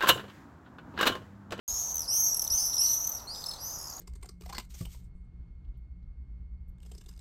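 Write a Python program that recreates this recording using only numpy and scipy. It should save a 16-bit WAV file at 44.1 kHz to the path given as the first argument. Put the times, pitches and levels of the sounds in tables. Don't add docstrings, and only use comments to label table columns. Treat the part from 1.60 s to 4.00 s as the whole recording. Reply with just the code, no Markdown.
import sys
import numpy as np
from scipy import signal
from scipy.fft import rfft, irfft
from scipy.io import wavfile

SR = 44100
rng = np.random.default_rng(int(sys.argv[2]) if len(sys.argv) > 2 else 0)


def linear_from_db(decibels):
    return 10 ** (np.asarray(decibels, float) / 20)


def wav_record(signal):
    frames = np.transpose(np.atleast_2d(signal))
    bounded = np.clip(frames, -1, 1)
    quanta = np.round(bounded * 32767).astype(np.int16)
    wavfile.write(sys.argv[1], SR, quanta)


N = 105840


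def rms_one(x):
    return x / np.sqrt(np.mean(x ** 2) + 1e-20)


def drift(rate_hz, size):
    r = np.exp(-2 * np.pi * rate_hz / SR)
    settle = 3000
    noise = rng.standard_normal(size + settle)
    return rms_one(signal.lfilter([1], [1, -2 * r, r * r], noise)[settle:])


def filtered_noise(order, edge_hz, kind, noise):
    return signal.sosfilt(signal.butter(order, edge_hz, kind, fs=SR, output="sos"), noise)


def add(out, start_s, sound):
    i = int(start_s * SR)
    sound = sound[max(-i, 0):max(N - i, 0)]
    out[max(i, 0):max(i, 0) + len(sound)] += sound


def syrinx(hz, gate, pulse, over_db, half_db, rasp):
    # (multiple of the strong line [ratio], level [dB])
    partials = [(.5, -45), (1.5, -21.5), (2, -11.5), (2.5, -26)]
    size = len(hz)
    phase = 2 * np.pi * np.cumsum(hz) / SR + rng.uniform(0, 2 * np.pi)
    hiss = filtered_noise(3, 4300, "high", rng.standard_normal(size))
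    out = gate * (np.sin(phase) + rasp * hiss)
    for multiple, level_db in partials:
        half_steps = round(2 * multiple)
        if half_steps % 2:
            strength = linear_from_db(half_db) * pulse
        else:
            strength = gate ** 0.7
        flicker = linear_from_db(2.3 * drift(300, size) + 3.06 * drift(9.2, size))
        out = out + linear_from_db(level_db + over_db) * strength * flicker * np.sin(half_steps / 2 * phase)
    return np.sqrt(2) * out


def screams():
    # (start [s], length [s], first pitch [Hz], top pitch [Hz], level [dB])
    calls = [(-.10, 0.44, 5000, 6770, -34), (0.074, .26, 4760, 6340, -48.5), (0.475, 0.24, 4540, 6600, -27),
             (0.496, 0.26, 4400, 6220, -35.5), (.63, 0.17, 4010, 5640, -56.5),
             (0.899, 0.28, 4450, 6442, -24.5), (0.976, 0.24, 4150, 5480, -32.5),
             (1.177, .25, 4802, 6050, -24), (1.32, 0.27, 5300, 6900, -38), (1.697, 0.135, 4350, 5200, -38),
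             (1.699, 0.34, 5000, 6400, -50.5), (2.001, .13, 5300, 7200, -41.5),
             (1.98, 0.3, 4450, 5365, -47), (2.084, 0.25, 6230, 7300, -60), (2.033, 0.46, 6000, 6590, -51.5),
             (1.669, 0.047, 3850, 4480, -36.5), (0.985, 0.1, 4300, 5000, -45),
             (2.112, .07, 6150, 6170, -42.5)]
    # (pitch rise [s], sag [Hz/s], fade [dB/s], overtones [dB], hoarseness [0-1])
    voices = [(0.027, 1004, 13, 3, 0.99), (0.13, -1, -30, 1.5, 1), (.04, 800, 18.5, 9, 0.4),
              (0.036, 1611, -24.5, -3.5, 0.44), (0.054, 309, 10, 12.5, 0.9), (.02, 2989, 60, 4, .6),
              (0.011, 500, 60, 4, 0.42), (.03, 292.5, 45, 2.5, 0.65), (0.06, 3500, 30, 7, 0.96),
              (0.022, 1200, 40, -4, 0.4), (0.05, 900, 31, 5, 0.99), (0.12, 2200, 3, 11, 0.6),
              (0.038, 1196.5, 35, 2, 1), (0.12, 300, 6, 3, 1), (0.017, 209, 6.5, 6, 0.96),
              (0.006, 300, 20, 3, 0.7), (0.02, 300, 30, 0.5, 0.4), (0.02, 7000, 30, 7, 1)]
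    half_levels = [-20, -8, -4, 1, 12, -1, -13, 3, -12, -3, -2, -6, -5, -5, -22, -10, -10, -10]
    throb_hz, throb_wander, throb_grows_s = 260.4, 0.035, 0.056
    throb_bend_hz, wobble_hz = 95, 80.5
    attack_s, release_s, swell_db, swell_s = 0.005, 0.02, 9.5, 0.01
    half_grows_s, half_peak_s, half_fade_db_per_s = 0.035, 0.11, 150
    out, t = np.zeros(N), np.arange(SR // 2) / SR
    size = len(t)
    for call, voice, half_db in zip(calls, voices, half_levels):
        start, length, first_hz, top_hz, db = call
        rise, sag, fade, over_db, hoarse = voice
        depth = np.clip(hoarse * (1.25 - np.exp(-t / throb_grows_s)), 0, 1)
        throb_rate = throb_hz * (1 + throb_wander * (rng.normal() + drift(54, size)))
        beat = 2 * np.pi * np.cumsum(throb_rate) / SR
        gate = 1 - depth + 2 * depth * np.cos(beat / 2) ** 2
        gate = gate * linear_from_db(1.2 * depth * drift(180, size))

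        hz = top_hz - (top_hz - first_hz) * np.exp(-(t / rise) ** 0.7) - sag * t
        hz = hz + depth * (throb_bend_hz * np.sin(beat) + wobble_hz * drift(160, size))
        hz = hz + 25 * drift(26.1, size)

        late = np.clip(t / half_grows_s, 0, 1) ** 2
        late = late * linear_from_db(3.0 - half_fade_db_per_s * np.maximum(t - half_peak_s, 0))
        pulse = (1 + np.cos(beat)) ** 1.37 * late
        rasp = linear_from_db(-12.5) * depth ** 2 * np.clip(t / 0.12, 0.1, 1)

        shape = np.clip(t / attack_s, 0, 1) * np.clip((length - t) / release_s, 0, 1)
        level_db = db - fade * t + 1.37 * drift(16.5, size) - swell_db * np.exp(-t / swell_s)
        add(out, start, shape * linear_from_db(level_db) * syrinx(hz, gate, pulse, over_db, half_db, rasp))
    return out


def far_traffic():
    # (frequency [Hz], level [dB per Hz])
    spectrum = [(15, -33), (25, -1), (69, 1.5), (185, -9), (405, -13.5), (977, -6.5), (1550, -19.5),
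                (2220, -30.5), (3000, -21), (3900, -123), (6600, -120)]
    out, band_edges = 0, 22 * 2 ** np.arange(0, 7.6, 0.5)
    white = rng.standard_normal((2, N))
    hz, db = np.transpose(spectrum)
    for k, (low, high) in enumerate(zip(band_edges, band_edges[1:])):
        band = filtered_noise(2, [low, high], "band", white[k % 2])
        band_db = np.interp(np.log(low * high) / 2, np.log(hz), db)
        out = out + band * linear_from_db(band_db + 0.4 * drift(12, N))
    return linear_from_db(-49) * rms_one(out)


def air():
    return linear_from_db(-59.5) * filtered_noise(2, 3000, "high", rng.standard_normal(N))


def street(x):
    # (delay [s], level [dB])
    echoes = [
        (.015, -22),
        (.031, -13),
    ]
    t60_s, tail_db = 0.46, -7
    t = np.arange(SR // 2) / SR
    tail = rng.standard_normal(len(t)) * linear_from_db(-60 * t / t60_s) * np.clip(t / 0.0033, 0, 1)
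    tail = linear_from_db(tail_db) * tail / np.sqrt(np.sum(tail ** 2))
    for delay, db in echoes:
        add(tail, delay, np.array([linear_from_db(db)]))
    return signal.fftconvolve(x, tail)[:N]


def chips():
    # (start [s], peak level [dB], centre pitch [Hz], length [s], pitch blur [Hz])
    calls = [(0.0912, -43, 4100, 0.008, 110), (0.866, -39, 3950, 0.007, 110),
             (0.931, -41, 3950, 0.004, 110), (1.1175, -48, 4120, 0.006, 500),
             (1.1288, -39.5, 4100, 0.013, 400), (1.168, -44, 3950, 0.005, 400),
             (1.177, -45, 3900, 0.004, 300), (1.2153, -39, 4230, 0.006, 110),
             (1.2617, -35, 4250, 0.006, 110), (1.2845, -34, 4200, 0.0065, 110),
             (1.310, -39, 4130, 0.006, 110), (1.333, -40, 4100, 0.005, 400), (1.345, -46, 3900, 0.004, 300),
             (1.5795, -46, 4400, 0.012, 450), (1.594, -49, 4400, 0.018, 450),
             (1.7471, -40, 3800, 0.005, 200), (1.759, -43, 3830, 0.005, 200),
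             (1.819, -46, 4000, 0.005, 500), (1.829, -46, 4000, 0.004, 500),
             (1.8394, -31, 4150, 0.005, 110), (1.9107, -33, 4170, 0.0085, 110),
             (1.9357, -36, 4080, 0.007, 110), (1.9616, -42, 3950, 0.004, 200),
             (2.1038, -48, 4130, 0.005, 110), (2.378, -48, 4500, 0.009, 300)]
    fall_hz, chip_db, octave_db, twelfth_db, scratch_db = 900, -1.5, -5.5, -15, -20
    out = np.zeros(N)
    for start, db, centre_hz, length, blur_hz in calls:
        u = np.arange(SR // 40) / SR / length
        gate = np.clip(u / 0.11, 0, 1) * np.clip((1.2 - u) / 0.73, 0, 1)
        gate = gate * linear_from_db(2.0 * drift(130, len(u)))
        hz = centre_hz + fall_hz * (0.45 - u) + blur_hz * drift(400, len(u))
        phase = 2 * np.pi * np.cumsum(hz) / SR
        tone = np.sin(phase) + linear_from_db(octave_db) * np.sin(2 * phase) + linear_from_db(twelfth_db) * np.sin(3 * phase)
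        scratch = linear_from_db(scratch_db) * np.diff(rng.standard_normal(len(u) + 2), 2)
        add(out, start, linear_from_db(db + chip_db) * gate * (tone + scratch))
    return out


def wind():
    # (centre [s], width [s], level [dB])
    gusts = [
        (0.133, 0.01, -34.5),
        (.43, 0.062, -51),
        (0.916, 0.0063, -36),
        (.945, 0.0098, -35),
    ]
    out, t = np.zeros(N), np.arange(N) / SR
    for centre, width, db in gusts:
        swell = np.exp(-((t - centre) / width) ** 2)
        out = out + linear_from_db(db) * swell * np.cos(2 * np.pi * 56.5 * (t - centre))
    return out


def note(length, hz, drop_hz, over_db, attack):
    t = np.arange(SR // 40) / SR
    gate = np.clip(t / attack, 0, 1) * np.clip((length - t) / 0.0021 + 0.5, 0, 1)
    gate = gate * linear_from_db(0.76 * drift(100, len(t)))
    return syrinx(hz - drop_hz * (t / length - 0.5), gate, gate, over_db, 0.1, linear_from_db(-15))


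def trills():
    # (first note [s], last note [s], first pitch [Hz], last pitch [Hz], level [dB])
    fast_trills = [
        (0.342, 0.455, 6180, 4550, -27),
        (1.141, 1.268, 5810, 4690, -26),
        (2.186, 2.252, 5580, 5340, -40.5),
        (2.214, 2.349, 5220, 4300, -39.5),
    ]
    note_counts = [10, 11, 6, 11]
    trill_overtones = [7, 1.5, 8, -1.5]
    # (start [s], length [s], pitch [Hz], level [dB], overtones [dB])
    slow_notes = [(0.744, 0.0059, 5570, -28.5, 8), (0.768, 0.0067, 5670, -32, 12.5),
                  (0.795, 0.005, 5600, -25, 1), (0.817, 0.0044, 5540, -31.5, 12),
                  (0.841, 0.0027, 5290, -32, 12), (0.794, 0.0034, 6010, -27, 9),
                  (0.819, 0.0079, 6170, -29, 13), (0.847, 0.0062, 6060, -30.5, 9.5),
                  (0.876, 0.0044, 5920, -26.5, 5.5), (.903, 0.0052, 5850, -28, 0),
                  (1.442, 0.0095, 5930, -33, 6.5), (1.469, 0.0083, 6084, -30, 8.5),
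                  (1.493, 0.0066, 6110, -32.5, 7.5), (1.516, .012, 5904, -36, 4),
                  (1.548, .010, 5720, -37.5, 4.5), (1.568, 0.012, 5630, -42, -6),
                  (1.861, .010, 5224, -33, 5), (1.885, 0.012, 5227, -33, 1),
                  (2.271, 0.0076, 5800, -41.5, 0), (2.299, 0.0067, 5830, -42.5, 8),
                  (2.326, 0.004, 5520, -38.5, -7), (2.336, 0.0038, 6190, -39, -1),
                  (2.364, .008, 6850, -45, 11), (2.394, 0.0062, 6750, -49, 18)]
    note_s, arch_db = 0.006, 7.5
    out = np.zeros(N)
    for trill, count, over_db in zip(fast_trills, note_counts, trill_overtones):
        first, last, first_hz, last_hz, db = trill
        for u in np.linspace(0, 1, count):
            hz = first_hz + (last_hz - first_hz) * u ** 2.37
            level = linear_from_db(db - arch_db * (2 * u - 0.6) ** 2)
            sound = note(note_s * (1 - 0.51 * u), hz, 850 * (0.12 + u), over_db - 2.5 * u, 0.0012)
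            add(out, first + u * (last - first), level * sound)
    for start, length, hz, db, over_db in slow_notes:
        add(out, start, linear_from_db(db) * note(length, hz, 69.0, over_db, 0.0007))
    return out


def scene():
    birds = screams() + trills() + chips()
    return (birds + street(birds) + far_traffic() + wind() + air())[None]


def top_cut(x):
    return signal.sosfilt(signal.butter(12, 16760, fs=SR, output="sos"), x)


def record(dry):
    # (frequency [Hz], gain [dB])
    response = [(5000, -1), (7500, 1.5), (8800, -6.5), (9800, -4.5), (11500, -2), (13000, -3.5),
                (14000, -2), (15500, -5)]
    start_s, fade_s, band_limit_hz = 0.0785, 0.0005, 15990
    hz = np.fft.rfftfreq(N, 1 / SR)
    mic_hz, mic_db = np.transpose(response)
    gain = linear_from_db(np.interp(hz, mic_hz, mic_db)) * (hz < band_limit_hz)
    coloured = irfft(rfft(dry) * gain, N)
    opening = np.clip((np.arange(N) / SR - start_s) / fade_s, 0, 1)
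    return top_cut(coloured * opening)


dry = scene()
out = record(dry)
wav_record(out)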